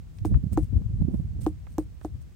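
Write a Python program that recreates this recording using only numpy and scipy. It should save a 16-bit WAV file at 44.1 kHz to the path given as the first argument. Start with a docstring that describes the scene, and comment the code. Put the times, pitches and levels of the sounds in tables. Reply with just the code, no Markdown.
"""A big watermelon is knocked five times in a garden, close to the microphone. From the start a breeze
buffets the two microphone ports separately over a faint hiss. Two knuckle blows fall in the first 0.6 s:
each impulse excites the melon's short, hollow modes, scatters off soil and plants and shakes the leaves.
Gusts and eddies fill the pause, and a sleeve swishes between blows. From about 1.5 s three more knocks
follow, each softer than the last, while the wind dies down."""
import sys
import numpy as np
from scipy import signal
from scipy.fft import rfft, irfft
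from scipy.io import wavfile

SR = 44100
rng = np.random.default_rng(int(sys.argv[2]) if len(sys.argv) > 2 else 0)


def wrap_up_sound(samples):
    """Save the sound to the file named by the first command line argument, as 16-bit audio."""
    columns = np.atleast_2d(samples).T
    # keep every value between -1 and 1, then stretch to whole-number steps
    tamed = np.clip(columns, -1, 1)
    steps = np.round(tamed * 32767).astype(np.int16)
    wavfile.write(sys.argv[1], SR, steps)


N = 103635

# noise spectra of the hiss and of coarse and fine turbulence (frequency [Hz], relative level [dB])
HISS_SPECTRUM = [(80, -0.5), (200, -12), (300, -10), (500, -18), (1000, -25.5), (2000, -27.5),
                 (4000, -31.5), (8500, -34), (11000, -41.5), (16000, -36)]
RUMBLE_SPECTRUM = [(20, -27.5), (35, -14), (52, -1), (80, -4.5), (125, -9), (200, -20), (350, -45),
                   (800, -70)]
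FLUTTER_SPECTRUM = [(60, -24), (130, 0), (200, 8), (290, 0), (450, -15), (800, -26.5), (1600, -56),
                    (4000, -54)]
# wind strength at each port (time [s], level [dB])
WIND_LEFT = [(0, -41.5), (.2, -36.5), (.3, -30), (.37, -21), (.42, -35), (.49, -39), (.53, -24), (.63, -26),
             (.69, -31), (.76, -19), (.83, -29), (1.0, -27.5), (1.2, -31), (1.48, -34), (1.62, -39.5),
             (1.83, -36.5), (1.98, -45.5), (2.15, -34.5), (2.35, -46.5)]
WIND_RIGHT = [(0, -35.5), (0.169, -45.5), (0.229, -26.5), (0.342, -16), (.41, -31), (.46, -28.5),
              (.63, -30.5), (.7, -42), (.77, -22), (.85, -37.5), (0.949, -30), (1.09, -24), (1.22, -27.5),
              (1.3, -33), (1.42, -23.5), (1.6, -41.5), (1.88, -38), (2.0, -44.5), (2.1, -37.5),
              (2.35, -46.5)]
# single eddies (time [s], level [dB], frequency [Hz], left minus right [dB], fine turbulence [dB])
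EDDIES = [(.221, -14.5, 92.7, -28, -55), (.304, -20.5, 135, -10, -36), (0.326, -14, 135, 7, -32.5),
          (0.358, -2, 64.3, 31.5, -31.5), (.44, -14.5, 144, -15.5, -33.5), (.468, -13, 129.6, -8, -34),
          (.529, -13.5, 73.6, -9.5, -29.5), (.634, -13.5, 90, 15, -49), (.734, -14, 106.6, 10.5, -29),
          (0.77, -8.5, 67.6, 27, -42.5), (0.78, -22, 156, -9, -35.5), (0.813, -31, 150, 8, -35),
          (0.865, -14, 92, 28, -42.5), (.902, -16.5, 98.5, -11, -49), (0.942, -13.5, 97.2, -5.5, -48),
          (1.009, -10.5, 91, 20, -35.5), (1.021, -8, 161, -22, -21), (1.051, -14, 161, -29, -52),
          (1.086, -11.5, 200, -20, -26.5), (1.146, -24.5, 142, -14, -20.5), (1.2, -14.5, 136, -19, -30.5),
          (1.253, -20, 100, -22, -43), (2.152, -24, 88.5, 7, -43)]
# dry handling ticks (time [s], level [dB], upper band edge [Hz])
TICKS = [(0.185, -53, 5030), (.3425, -38, 1470), (0.526, -47.5, 1390), (0.82, -55.5, 1180),
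         (1.142, -42.5, 795), (1.669, -46.5, 1540), (2.013, -45, 1570)]
# swishes of sleeve and leaves (time [s], half length [s], level [dB])
SWISHES = [(.178, 0.018, -71.5), (0.537, 0.0096, -54), (0.636, 0.02, -67.5), (1.155, 0.034, -72.5),
           (1.418, 0.0065, -53.5), (1.443, 0.0087, -56.5), (1.723, 0.022, -70.5), (1.82, 0.022, -77),
           (2.041, 0.01, -66.5), (2.219, 0.0048, -68.5)]
# noise spectra of rustle, scattered sound, skin slap and nail click (frequency [Hz], relative level [dB])
RUSTLE_SPECTRUM = [(500, -13), (2000, -6), (3500, -7), (7000, -3.5), (9000, 6), (10800, -13.5), (14000, -2),
                   (16000, -10.5)]
SCATTER_SPECTRUM = [(200, -70), (400, 9), (800, -6.5), (1300, -18.5), (2000, -28.5), (5000, -41)]
SLAP_SPECTRUM = [(400, 50), (900, -21.5), (1400, 17), (2000, 9), (4000, -81), (8000, -10), (11000, -49),
                 (16000, -50)]
NAIL_SPECTRUM = [(1000, -67), (4000, -28), (6600, 22.5), (8500, -3), (11000, -85), (14000, 16.5),
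                 (16000, -11.5)]
# melon modes in which the rind first moves towards the microphone, or away from it
# (frequency [Hz], relative level [dB], base T60 [s])
MODES_TOWARDS = [(55.6, -27, 0.34), (165, -36, 0.18), (344, -19.5, 0.065), (406.6, -21.5, 0.034),
                 (855, -22, 0.0071), (1153, -21, 0.0065)]
MODES_AWAY = [(306.2, -14, 0.097), (452, -18.5, 0.012), (512, -37, 0.085), (687, -26, 0.019),
              (743, -26.5, 0.039), (1614, -33, 0.01)]
# knuckle blows (time [s], level [dB], contact time [ms], T60 factor [ratio], upper mode gain [dB],
# skin slap [dB], nail click [dB], leaf shiver [dB])
KNOCKS = [(.2497, -3.5, .06, 0.82, 1, -53, -68, -48.5), (.5744, 2, 0.032, 0.98, 0, -43, -44, -53),
          (1.4645, 0.5, 0.042, 1.0, -0.5, -32.5, -52, -55), (1.7824, -1, 0.071, 1.0, -1.5, -57, -35, -54),
          (2.0478, -6.5, 0.14, .7, 7, -54, -51.5, -61)]

TIME = np.arange(N) / SR
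FREQ_HZ = np.fft.rfftfreq(N, 1 / SR)


def undb(db):
    """The decibel scale: 20 dB is a tenfold amplitude."""
    return 10 ** (np.asarray(db) / 20)


def pan(db):
    """Intensity panning: the two gains for a left-minus-right level difference."""
    return undb(np.array([[db], [-db]]) / 2)


def noise(spectrum, coherence=0.):
    """Spectral shaping: stereo noise of rms 1; coherence is the share of power common to both sides."""
    hz, db = np.array(spectrum, float).T
    f = np.maximum(FREQ_HZ, 1)
    octaves_above = np.maximum(np.log2(f / hz[-1]), 0)
    gain = undb(np.interp(np.log(f), np.log(hz), db) - 20 * octaves_above)
    shaped = irfft(rfft(rng.standard_normal((3, N))) * gain, N)
    stereo = np.sqrt(1 - coherence) * shaped[:2] + np.sqrt(coherence) * shaped[2]
    return stereo / stereo.std()


def decay(start, t60):
    """Exponential decay: an envelope that jumps to 1, then loses 60 dB every t60 seconds."""
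    age = TIME - start
    return (age >= 0) * np.exp(-np.log(1000) * np.maximum(age, 0) / t60)


def outdoor_hiss():
    """Diffuse ambient noise: faint, steady and largely incoherent between the ports."""
    return undb(-56.5) * noise(HISS_SPECTRUM, coherence=0.11) * pan(-2)


def wind():
    """Turbulent pressure: independent at the two ports, and brighter in the gusts."""
    wind_db = np.array([np.interp(TIME, *np.array(curve).T) for curve in (WIND_LEFT, WIND_RIGHT)])
    breeze_db, flutter_growth, flicker_per_s = -27, 1.82, 93
    flicker = np.interp(TIME * flicker_per_s, np.arange(N), rng.standard_normal(N))
    flutter_db = -48 + flutter_growth * (wind_db - breeze_db) + 5.5 * flicker
    return undb(wind_db) * noise(RUMBLE_SPECTRUM) + undb(flutter_db) * noise(FLUTTER_SPECTRUM)


def eddies():
    """Vortex pressure: each eddy is a brief swing with a puff of fine turbulence, mostly at one port."""
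    width_cycles, puff_half_s = 0.6, 0.0066
    out, turbulence = 0, noise(FLUTTER_SPECTRUM)
    for (at, db, hz, side_db, fine_db), phase in zip(EDDIES, rng.random(len(EDDIES))):
        age = TIME - at
        cycles = age * hz
        swing = np.cos(2 * np.pi * (cycles + phase)) / (1 + (cycles / width_cycles) ** 2) ** 1.98
        puff = turbulence * np.exp(-(age / puff_half_s) ** 2 / 2)
        out += (undb(db) * swing + undb(fine_db) * puff) * pan(side_db) / pan(side_db).max()
    return out


def handling_ticks():
    """Band-limited transients: faint dry ticks, duller the lower their band edge lies."""
    out = 0
    for start, db, edge_hz in TICKS:
        spectrum = [(200, -4), (500, 0), (edge_hz, 0), (4 * edge_hz, -40.5)]
        out += undb(db) * decay(start, t60=0.028) * noise(spectrum, coherence=0.28)
    return out * pan(-5.5)


def crackle():
    """A Poisson process: an envelope of tiny snaps at random moments over a steady rub."""
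    snaps_per_s, t60 = 170, 0.0033
    snaps = (rng.random(N) < snaps_per_s / SR) * rng.exponential(size=N)
    pole = np.exp(-np.log(1000) / (t60 * SR))
    return 1 + undb(5) * signal.lfilter([1], [1, -pole], snaps)


def rustles():
    """Friction noise: the sleeve swishes as the arm swings, and leaves shiver just after each blow."""
    swish = sum(undb(db) * np.exp(-((TIME - at) / half_s) ** 2 / 2) for at, half_s, db in SWISHES)
    shiver, rise_s = 0, 0.0072
    for start, *_, shiver_db in KNOCKS:
        rise = np.clip((TIME - start) / rise_s, 0, 1)
        shiver += undb(shiver_db) * rise * decay(start, t60=0.13)
    return (swish + shiver) * crackle() * noise(RUSTLE_SPECTRUM, coherence=0.22) * pan(-5.5)


def garden_echo():
    """Scattering: soil and plants throw back a brief diffuse tail behind every knock."""
    tails = sum(undb(db - 32) * decay(start, t60=0.089) for start, db, *_ in KNOCKS)
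    return tails * noise(SCATTER_SPECTRUM, coherence=0.48)


def skin_and_nail():
    """Impact noise: skin slaps the rind, and a fingernail sometimes clicks on it."""
    slap_envelope = nail_envelope = 0
    for start, *_, slap_db, nail_db, _ in KNOCKS:
        slap_envelope += undb(slap_db) * decay(start, t60=0.022)
        nail_envelope += undb(nail_db) * decay(start, t60=0.0059)
    slap = slap_envelope * noise(SLAP_SPECTRUM, coherence=0.94)
    click = nail_envelope * noise(NAIL_SPECTRUM, coherence=0.28)
    return (slap + click) * pan(-16)


def modal_response(modes, s, t60_factor, upper_db):
    """Superposition of damped modes: the spot that is struck sets the share of the upper ones."""
    response, upper_hz = 0, 600
    for hz, db, t60 in modes:
        amplitude = undb(db + upper_db * (hz > upper_hz))
        damped = s + np.log(1000) / (t60 * t60_factor)
        response += amplitude * SR * damped / (damped ** 2 + (2 * np.pi * hz) ** 2)  # a decaying cosine
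    return response


def melon():
    """Impulse excitation: each blow, rounded by its contact time and the padding skin, rings the melon."""
    port_lag_s, padding_hz = 0.00008, 2150
    s = 2j * np.pi * FREQ_HZ  # Laplace variable
    body = 0
    for start, db, contact_ms, t60_factor, upper_db, *_ in KNOCKS:
        force = undb(db) * np.exp(-s * start) / (1 + s * contact_ms / 1000) ** 3
        towards = modal_response(MODES_TOWARDS, s, t60_factor, upper_db)
        away = modal_response(MODES_AWAY, s, t60_factor, upper_db)
        body += force * (towards - away)
    ports = irfft(np.array([body, body * np.exp(-s * port_lag_s)]), N)
    skin_lowpass = signal.butter(4, padding_hz, fs=SR, output="sos")
    return signal.sosfilt(skin_lowpass, ports) * pan(-0.5)


def scene():
    """Linear superposition: the pressures of all sources add at each port."""
    hiss = outdoor_hiss()
    knocks = melon() + skin_and_nail() + garden_echo()
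    return hiss + rustles() + handling_ticks() + wind() + eddies() + knocks


def record(dry):
    """Band limiting: the microphone drops the deepest bass and cuts the highest treble."""
    bass_hz, top_hz = 38, 15900
    highpass = FREQ_HZ ** 4 / (FREQ_HZ ** 4 + bass_hz ** 4)
    lowpass = signal.ellip(8, 0.2, 70, top_hz, fs=SR, output="sos")
    return signal.sosfilt(lowpass, irfft(rfft(dry) * highpass, N))


dry = scene()
out = record(dry)
wrap_up_sound(out)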